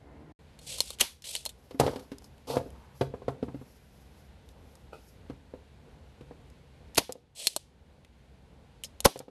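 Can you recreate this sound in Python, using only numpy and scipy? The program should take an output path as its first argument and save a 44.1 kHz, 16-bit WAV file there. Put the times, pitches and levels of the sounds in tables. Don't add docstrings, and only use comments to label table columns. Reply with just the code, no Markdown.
import sys
import numpy as np
from scipy import signal
from scipy.fft import rfft, irfft, next_fast_len
from scipy.io import wavfile
from scipy.ndimage import map_coordinates

SR = 44100
rng = np.random.default_rng(int(sys.argv[2]) if len(sys.argv) > 2 else 0)


def digitize_waveform(pressure):
    field = np.atleast_2d(pressure).T
    bounded = np.clip(field, -1, 1)
    quanta = np.round(bounded * 32767).astype(np.int16)
    wavfile.write(sys.argv[1], SR, quanta)


N = 410130


def amp(db):
    return 10 ** (np.asarray(db) / 20)


def unit(x):
    return x / np.sqrt(np.mean(x ** 2) + 1e-20)


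def peak(x):
    return x / np.max(np.abs(x))


def along(points, hz):
    f, v = np.transpose(points)
    return np.interp(np.log(hz + 1), np.log(f + 1), v)


def curves(rows):
    s, *cols = np.transpose(rows)
    return [np.interp(np.arange(N) / SR, s, c) for c in cols]


def wobble(rate):
    knots = rng.standard_normal(int(N * rate / SR) + 4)
    return map_coordinates(knots, [np.arange(N) * rate / SR])


def filtered(x, response):
    m = next_fast_len(len(x) + 8192)
    return irfft(rfft(x, m) * response(np.fft.rfftfreq(m, 1 / SR)), m)[:len(x)]


def coloured(spectrum):
    return lambda hz: amp(along(spectrum, hz))


def noise(spectrum, size=N):
    return unit(filtered(rng.standard_normal(size), coloured(spectrum)))


def body(modes, spread_db=0, pitch_hz=None, focus_db=0):
    c, w, db = np.transpose(modes)[:, :, None]
    db = db + spread_db * rng.standard_normal(c.shape)
    db = db - focus_db * np.abs(np.log2(c / (pitch_hz or 1)))
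    return lambda f: np.sum(amp(db) * 1j * f * w / (c * c - f * f + 1j * f * w), axis=0)


def damped(modes, top_hz):
    return lambda f: modes(f) / (1 + 1j * f / top_hz) ** 2


def add(track, s, sound):
    part = track[round(s * SR):][:len(sound)]
    part += sound[:len(part)]


def slides(rows, attack, t60, arch_db=0):
    gain = np.zeros(N)
    for start, stop, from_db, to_db in rows:
        t = np.arange(round((stop - start + t60) * SR)) / SR
        db = np.interp(t, [0, stop - start, stop - start + t60], [from_db, to_db, to_db - 60])
        db += arch_db * np.sin(np.pi * np.clip(t / (stop - start), 0, 1))
        add(gain, start, amp(db) * (1 - np.exp(-t / attack)))
    return gain


# frequency in Hz, t60 in s.
ROOM_T60 = [(100, 0.58), (1000, 0.28), (4000, .35), (12000, 0.28)]


def room(x):
    out, step = np.zeros(len(x)), SR // 3
    for start in range(0, len(x), step):
        hz, t, z = signal.stft(rng.standard_normal(SR // 2), SR, nperseg=256)
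        decay = amp(-60 * t / along(ROOM_T60, hz)[:, None])
        tail = signal.istft(z * decay, SR, nperseg=256)[1]
        tail = tail / np.linalg.norm(tail)
        add(out, start / SR + .004, signal.fftconvolve(x[start:start + step], tail))
    return out


# time in seconds, firing rate in Hz, level in dB.
MOTOR = [(0, 69.14, -56), (.15, 74.45, -53), (.32, 78.6, -54.5), (.33, 79, -120)]
# frequency in Hz, relative level in dB.
MOTOR_COLOUR = [(59, -31.5), (100, -1), (227, 2), (458, -4), (961, -11), (1210, -21), (2100, -18),
                (2500, -36.5), (3250, -61), (5500, -120)]


def far_motor():
    rate, level_db = np.array(curves(MOTOR))[:, :SR // 2]
    pulses = np.diff(np.floor(np.cumsum(rate / SR)), prepend=0)
    firing = pulses + 0.032 * rng.standard_normal(len(rate))
    smear = lambda hz: np.exp(-1j * (hz / 260) ** 1.4)
    distant = filtered(firing + room(firing), lambda hz: coloured(MOTOR_COLOUR)(hz) * smear(hz))
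    motor = amp(level_db) * unit(distant)
    return np.pad(motor, (0, N - len(motor)))


# middle in seconds, half length in seconds, level in dB.
BRUSHES = [(1.72, 0.17, -69.5), (2.003, 0.14, -68), (2.25, 0.039, -70), (2.601, .3, -71.5), (3.0, .05, -64),
           (3.703, .15, -68), (4.0, .12, -70), (4.205, 0.08, -69.5), (4.5, .04, -70), (4.72, .15, -72.5),
           (5.07, 0.091, -65)]


def brushing():
    t = np.arange(N) / SR
    swell = sum(amp(db) * np.exp(-((t - s) / half) ** 2) for s, half, db in BRUSHES)
    rustle = noise([(2500, -40), (5000, -1.5), (9000, -11.5), (11500, -1.5), (14000, -7.5)])
    return swell * amp(1.9 * wobble(47)) * rustle


# frequency in Hz, relative level in dB per Hz.
DRONE = [(12, -49.5), (20, -21.5), (65, 4.5), (108, -10), (217, -11), (325, -20), (477, -15.5),
         (652, -21.5), (812, -21), (1600, -39), (2080, -63), (3520, -120)]
# frequency in Hz, relative level in dB per Hz.
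HISS = [(530, -26), (900, -1), (1190, -11.5), (1470, -0.5), (1660, -3.5), (2150, -2.5), (4160, -6.5),
        (5440, -14), (13000, -20.5)]
# frequency in Hz, width in Hz, relative strength in dB.
HUM = [(66.5, 22, -0.5), (131, 9, -2.5), (440, 3.6, -12)]
# start in seconds, depth setting in dB,
# time to win back two thirds in seconds.
DIPS = [(1.03, 12, .35), (7.0, 14, 0.77), (7.48, 1, 0.66), (9.07, 24, .4)]
SINK_S = 0.046
SILENCE = (.323, .39)
DRONE_DB, HISS_DB = -54.5, -68.5
OPENING_DRONE_DB, OPENING_HISS_DB = -57.5, -71.5
LUMPS_DB = 1.4


def background():
    t = np.arange(N) / SR
    dip_db = np.zeros(N)
    for s, depth_db, back in DIPS:
        since = np.maximum(t - s, 0)
        dip_db += depth_db * (1 - np.exp(-since / SINK_S)) * np.exp(-since / back)
    opening = t < SILENCE[0]
    drone_db = np.where(opening, OPENING_DRONE_DB, DRONE_DB) - dip_db
    hiss_db = np.where(opening, OPENING_HISS_DB, HISS_DB) - dip_db
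    hum = amp(-3.5) * unit(filtered(rng.standard_normal(N), body(HUM)))
    drone = amp(drone_db + LUMPS_DB * wobble(6.3)) * (noise(DRONE) + hum)
    hiss = amp(hiss_db + 0.57 * wobble(12)) * noise(HISS)
    return drone + hiss + far_motor() + brushing()


# time in seconds, level in dB, pitch in Hz,
# deep thud in dB and sharp edge in dB, both relative to the level.
KNOCKS = [(1.708, -35.5, 490, -18, -10), (1.743, -33.5, 284, -17, -27), (1.797, -9.5, 550, -10.5, -11.5),
          (1.81, -11.5, 680, -18, -25), (1.833, -18.5, 500, -27, -21), (1.863, -16.5, 504, -34, -13),
          (1.877, -17, 610, -24, -18), (1.901, -41, 493, -19, -8), (1.933, -30.5, 538, -18, -14),
          (1.958, -29.5, 384, -20, -7.5), (1.993, -45, 522, -24, 4), (2.006, -46, 253, -24, -15),
          (2.116, -29.5, 266, -21, -11.5), (2.129, -40.5, 371, -13, -15), (2.5, -27, 497, -15, -14),
          (2.567, -12, 560, -22.5, -20), (2.599, -27.5, 690, -16, -34), (2.659, -35.5, 260, -11, -31),
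          (3.01, -11, 494, -15, -19), (3.137, -26, 445, -41, -47), (3.218, -36.5, 520, -19, -21),
          (3.28, -18.5, 480, -13.5, -19.5), (3.289, -30.5, 510, -24, -30), (3.426, -19, 290, -18.5, -25.5),
          (3.481, -31.5, 226, -6, -33), (3.543, -25.5, 284, -15, -31), (3.612, -37.5, 265, -11, -37),
          (4.982, -54, 221, -21, -13), (5.297, -30.5, 262, -12, -17), (5.536, -31.5, 460, -33.5, -29),
          (6.208, -38, 288, -11.5, -15.5), (6.308, -36, 480, -24, -37), (7.092, -29, 510, -33, -16),
          (7.153, -39.5, 502, -37.5, -24), (9.157, -30.5, 490, -18, -13), (9.201, -34.5, 453, -15.5, -16),
          (9.28, -36, 465, -25, -24)]
# resonance in Hz, width in Hz, relative strength in dB.
BENCH = [(275, 31, 9.5), (314, 29, -3), (406, 31, 5), (494, 70, 11), (605, 120, -15), (689.4, 12, 4.5),
         (769, 260, 3), (1013, 27, -14), (1230, 190, -8), (1510, 465, -19), (2100, 400, -42)]
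# resonance in Hz, width in Hz, relative strength in dB.
THUD = [(72.6, 10, -33), (135.1, 10, 12), (210, 28, -10.5)]
# frequency in Hz, relative level in dB per Hz.
EDGE = [(700, -20), (1300, -1), (2500, -0.5), (4500, 0.5), (7000, -7.5), (12000, -7.5)]
CLATTER_T60 = 0.061
DULLING_DB = 6
SHAKE_DB, SHAKE_T60 = -26.5, 0.18


def knocks():
    out, t = np.zeros(N), np.arange(SR // 4) / SR
    for s, db, pitch_hz, thud_db, edge_db in KNOCKS:
        contact = np.sin(np.pi * np.clip((t - .0015) * pitch_hz / 0.64, 0, 1)) ** 2
        clatter = amp(-60 * t / CLATTER_T60) * rng.standard_normal(len(t)) * (1 - np.exp(-t / 0.003))
        loose = body(BENCH, spread_db=8.5, pitch_hz=pitch_hz, focus_db=11.5)
        add(out, s, amp(db - 7.5) * peak(filtered(clatter, damped(loose, top_hz=1546))))
        top = body(BENCH, spread_db=3.5, pitch_hz=pitch_hz, focus_db=6.5)
        add(out, s, amp(db) * peak(filtered(contact, damped(top, top_hz=1395))))
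        add(out, s, amp(db + thud_db) * peak(filtered(contact, body(THUD, spread_db=6.5))))
        tilt_db = DULLING_DB * edge_db / 20
        edge = [(hz, level_db + tilt_db * max(np.log2(hz / 2500), 0)) for hz, level_db in EDGE]
        crack = peak(noise(edge, size=len(t)))
        add(out, s, amp(db + edge_db + 11.0 - 60 * t / 0.048) * (1 - np.exp(-t / .0025)) * crack)
    shudder = [(s, s + 0.0063, db + SHAKE_DB, db + SHAKE_DB) for s, db, *_ in KNOCKS]
    return out + slides(shudder, 0.013, SHAKE_T60) * noise([(25, -19), (70, 1), (110, 2), (250, -37.5)])


# start and stop in seconds, level at the start and stop in dB.
DRAG = [(1.8, 2.05, -31.5, -61), (2.468, 2.575, -39.5, -30.5)]
# start and stop in seconds, level at the start and stop in dB.
SCRAPE = [(1.79, 2.05, -40.5, -70), (2.468, 2.585, -44, -45)]
# start and stop in seconds, level at the start and stop in dB.
RUB = [(2.68, 2.9, -62, -63)]
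GRIP_S, LIFT_T60 = 0.014, 0.055


def dragging():
    grit = rng.standard_normal(4 * SR) * amp(2.5 * wobble(220) + wobble(60))[:4 * SR]
    rain = lambda response: np.resize(unit(filtered(grit, response)), N)
    wood = rain(damped(body(BENCH + THUD[1:]), top_hz=1488))
    out = slides(DRAG, GRIP_S, LIFT_T60) * amp(3 * wobble(40)) * wood
    out += slides(SCRAPE, GRIP_S, LIFT_T60) * rain(coloured(EDGE))
    out += slides(RUB, 0.052, 0.95) * rain(body([(926, 160, -0.5), (1123, 150, -16)]))
    return out


# start in seconds, rise in seconds, level in dB.
CREAK = (4.924, .01, -44)
# frequency in Hz, relative level in dB, t60 in s.
CREAK_TONES = [(447, 1.5, 0.16), (615, 4, 0.1), (810, -1, 0.13), (1337, 1.5, 0.14), (1300, -13.5, .12),
               (2520, -9.5, 0.19), (2950, -16, .15)]


def creak():
    out, t = np.zeros(N), np.arange(SR // 4) / SR
    s, rise, db = CREAK
    jitter = noise([(20, -7), (150, 4), (300, -60)], size=len(t))
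    slips = 1 + .5 * np.cos(2 * np.pi * 85 * (t - rise)) + 0.43 * jitter
    tones = np.zeros(len(t))
    for hz, level_db, t60 in CREAK_TONES:
        tones += amp(level_db - 60 * t / t60) * np.sin(2 * np.pi * (hz * t + rng.random()))
    breath = 0.17 * amp(-60 * t / 0.41) * noise(EDGE, size=len(t))
    add(out, s, amp(db) * np.clip(t / rise, 0, 1) * (tones * slips + breath))
    return out


# start and stop in
# seconds, level at the start and stop in dB, whistle relative to them in dB.
STROKES = [(0.596, 0.665, -64.5, -56.5, -12), (0.664, 0.795, -40.5, -46, -10.5),
           (0.809, .95, -49, -56, -10.5), (1.238, 1.344, -42.5, -48, -8), (1.33, 1.454, -39.5, -62.5, -14),
           (7.348, 7.466, -48.5, -43.5, -5.5), (7.483, 7.565, -60.5, -64, -7.5)]
# frequency in Hz, relative level in dB per Hz.
SEAL = [(240, -45.5), (400, -10), (528, -5), (610, -7), (737, -14.5), (1380, -26), (2510, -4), (3560, 0.5),
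        (5750, -2.5), (8040, -3), (8770, -1), (12300, -9), (13000, -16)]
# resonance in Hz, width in Hz, relative strength in dB.
WHISTLE = [(620, 120, -6.5), (3370, 110, -4), (4160, 280, -3.5), (7970, 200, 0)]
PUSH_S, HALT_T60 = 0.019, .03
ARCH_DB = 3


def piston_strokes():
    rub = slides([row[:4] for row in STROKES], PUSH_S, HALT_T60, arch_db=ARCH_DB)
    whistle_rows = [(a, b, c + db, d + db) for a, b, c, d, db in STROKES]
    air = slides(whistle_rows, PUSH_S, HALT_T60, arch_db=ARCH_DB)
    seal = noise(SEAL)
    dull = filtered(seal, lambda hz: 1 / (1 + (hz / 4800) ** 4))
    bright = seal - dull
    rub *= amp(1.5 * wobble(30)) * dull + amp(1.7 * wobble(30)) * bright
    whistle = unit(filtered(rng.standard_normal(N), body(WHISTLE)))
    return amp(1.8 * wobble(140)) * (rub + air * whistle)


# start and stop in seconds, air at the start and stop in dB, air t60 in s,
# rattle in dB, suction in dB, slam in dB, slam length as a factor, rumble in dB.
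FIRINGS = [(0.997, 1.015, -35, -26, 0.25, -36.5, -38, -30, 1.05, -34.5),
           (6.971, 6.9842, -34, -13, 0.044, -18.5, -35, -5.5, 0.68, -29),
           (9.044, 9.0603, -35.5, -12.5, 0.016, -15.5, -16, -6.5, 1.16, -23.5)]
# frequency in Hz, relative level in dB per Hz.
BURST = [(530, -26.5), (900, -6), (1330, -9.5), (2910, -1), (3290, 0.5), (6290, -4), (7520, -10),
         (11600, -4.5), (13000, -11.5)]
BANG_DB = 18.5
PULSE = signal.unit_impulse(SR // 10, 24)


def firings():
    out, walls, t = np.zeros(N), np.zeros(N), np.arange(SR // 4) / SR
    rumble = [(60, -31), (200, -2.5), (600, -2.0), (1000, -7.0), (1800, -33.5)]
    for (start, stop, from_db, to_db, t60, rattle_db, suction_db, slam_db, slam_length,
         rumble_db) in FIRINGS:
        travel = t / (stop - start)
        flying = travel < 1
        rising_db = from_db + (to_db - from_db) * travel
        dying_db = to_db - 5.5 - 60 * (t - stop + start) / t60
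        swell = amp(np.where(flying, rising_db, dying_db))
        steps = np.repeat(rng.standard_normal(len(t)), 30)[:len(t)]
        chatter = amp(4.1 * flying * steps)
        add(out, start, swell * chatter * noise(BURST, size=len(t)))
        add(walls, stop, amp(to_db + BANG_DB) * peak(filtered(PULSE, coloured(BURST))))
        low = noise(rumble, size=len(t))
        add(out, start, amp(rattle_db) * flying * travel ** 2 * low)
        add(out, start, amp(suction_db) * np.sin(np.pi * np.clip(travel, 0, 1) ** 1.4) ** 2)
        u = t - 1 / 250
        fade = np.exp(-(u / slam_length * SR / np.where(u < 0, 24, 44)) ** 2)
        add(out, stop - 1 / 250, -amp(slam_db) * np.tanh(u / 0.00035) * fade)
        add(out, stop, amp(rumble_db - 60 * t / 0.1) * low)
        add(walls, stop, amp(rumble_db - 60 * t / 0.046) * low)
    return out, walls


# time in seconds, level in dB,
# pitch in Hz, brightness in dB and hollow knock in dB (both relative to the level), rattle t60 in s.
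CLICKS = [(0.59, -36.5, 4010, -3, -32, 0.046), (0.616, -46.5, 4820, 0, -5, .02),
          (0.7839, -24.5, 4330, -1, -12, 0.052), (0.8044, -2, 4300, -7.5, -19.5, 0.026),
          (0.8153, -21, 4840, -3.5, -41, 0.053), (0.8732, -34.5, 3940, -8.5, -20, .015),
          (0.9044, -20, 3790, -3, -11, 0.034), (0.93, -33.5, 3700, -8, -13, 0.045),
          (0.9868, -32.5, 3240, -4.5, -25, .06), (1.0084, -5.5, 3536, -2, -25.5, .03),
          (1.0104, 0, 3102, -1.5, -23, .03), (1.2216, -33.5, 4790, -8, -36, 0.053),
          (1.2411, -28.5, 3280, -22, -30, 0.12), (1.3517, -13, 3150, -3, -21.5, .035),
          (1.363, -15.5, 4140, -18, -29, 0.036), (1.4531, -26.5, 4560, 9.5, -25, 0.023),
          (1.461, -15.5, 3950, -6, -12, .04), (1.492, -27.5, 3700, 0.5, -26, 0.056),
          (1.7996, -23, 6300, 10, -19, 0.045), (2.1838, -34, 4940, -2, -20, .02),
          (2.2217, -48, 4740, -12, 2, .02), (2.2427, -37, 4870, -14, -10, 0.055),
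          (2.381, -48.5, 3040, -2, -1, .02), (2.704, -46.5, 2730, 5, -20, .02),
          (4.4893, -41.5, 3820, -4, -27, .02), (4.754, -43, 5300, 0.5, -3, 0.027),
          (6.501, -48.5, 5150, -2, -20, .02), (6.9476, -30, 5500, 0, -15, .025),
          (6.956, -23, 3480, -7.5, -27, 0.034), (6.9789, -7, 3370, 3.5, -4.5, 0.0092),
          (7.123, -27, 5260, 7.5, -15, 0.022), (7.47, 1.5, 4440, -4.5, -23.5, 0.026),
          (7.4814, -26.5, 4130, -1, -23, .02), (7.5634, -12.5, 3970, 1, -8, 0.027),
          (8.048, -40, 2350, -29, -8, 0.029), (8.8366, -22.5, 3140, -0.5, -36.5, 0.051),
          (8.8443, -22.5, 5250, -12.5, -24.5, 0.058), (9.0042, -19, 3600, 3, -13.5, .022),
          (9.0483, -21.5, 6150, 10.5, -5, .016), (9.0525, -6, 4400, -16, 5, 0.044),
          (9.176, -46, 3610, 9, -15, 0.022), (9.191, -28, 5190, 1.5, -33, 0.024)]
# resonance in Hz, width in Hz, relative strength in dB.
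BARREL = [(560, 200, 0), (900, 250, -5)]
# resonance in Hz, width in Hz, relative strength in dB.
PLASTIC = [(2300, 350, -6), (3100, 330, -1), (3700, 300, -3), (4230, 190, 0), (5150, 420, -3),
           (6300, 600, -3)]
# resonance in Hz, width in Hz, relative strength in dB.
SNAP = [(6760, 3000, 1.5), (7740, 900, -1), (8750, 690, -3), (10500, 1400, -4)]


def clicks():
    out, walls, t = np.zeros(N), np.zeros(N), np.arange(SR // 10) / SR
    for s, db, pitch_hz, bright_db, knock_db, t60 in CLICKS:
        rattle = amp(-60 * t / np.clip(t60, .003, .2)) * rng.standard_normal(len(t))
        blow = .11 * rattle * (1 - np.exp(-t / .0006))
        blow[24] += 1
        snap = amp(db - 1.0 + bright_db) * peak(filtered(blow, body(SNAP, spread_db=-2)))
        hollow = amp(db + knock_db) * peak(filtered(blow, body(BARREL, spread_db=5.5)))
        shell = body(PLASTIC, spread_db=1, pitch_hz=pitch_hz, focus_db=40)
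        ring = amp(db - 4.5) * peak(filtered(blow, shell))
        add(out, s, snap + hollow + ring)
        add(walls, s, amp(db + 1.5) * peak(filtered(PULSE, coloured(SEAL))))
    return out, walls


def scene():
    wood = knocks() + dragging() + creak()
    strokes = piston_strokes()
    shots, shot_walls = firings()
    contacts, contact_walls = clicks()
    tool = strokes + shots + contacts
    walls = strokes + shot_walls + contact_walls
    mono = tool + wood + room(amp(-17.5) * walls + amp(-13) * wood) + background()
    t = np.arange(N) / SR
    mono = mono * ((t < SILENCE[0]) | (t > SILENCE[1]))
    return np.array([mono, mono])


TOP_HZ = 12800


def record(dry):
    x = np.array([filtered(c, lambda hz: (1j * hz / (1j * hz + 30)) ** 2) for c in dry])
    x = x / (1 + np.abs(x / .75) ** 4) ** (1 / 4)
    band = lambda hz: np.sin(np.pi / 2 * np.clip((TOP_HZ - hz) / 300, 0, 1)) ** 2
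    return np.array([filtered(c, band) for c in x])


dry = scene()
out = record(dry)
digitize_waveform(out)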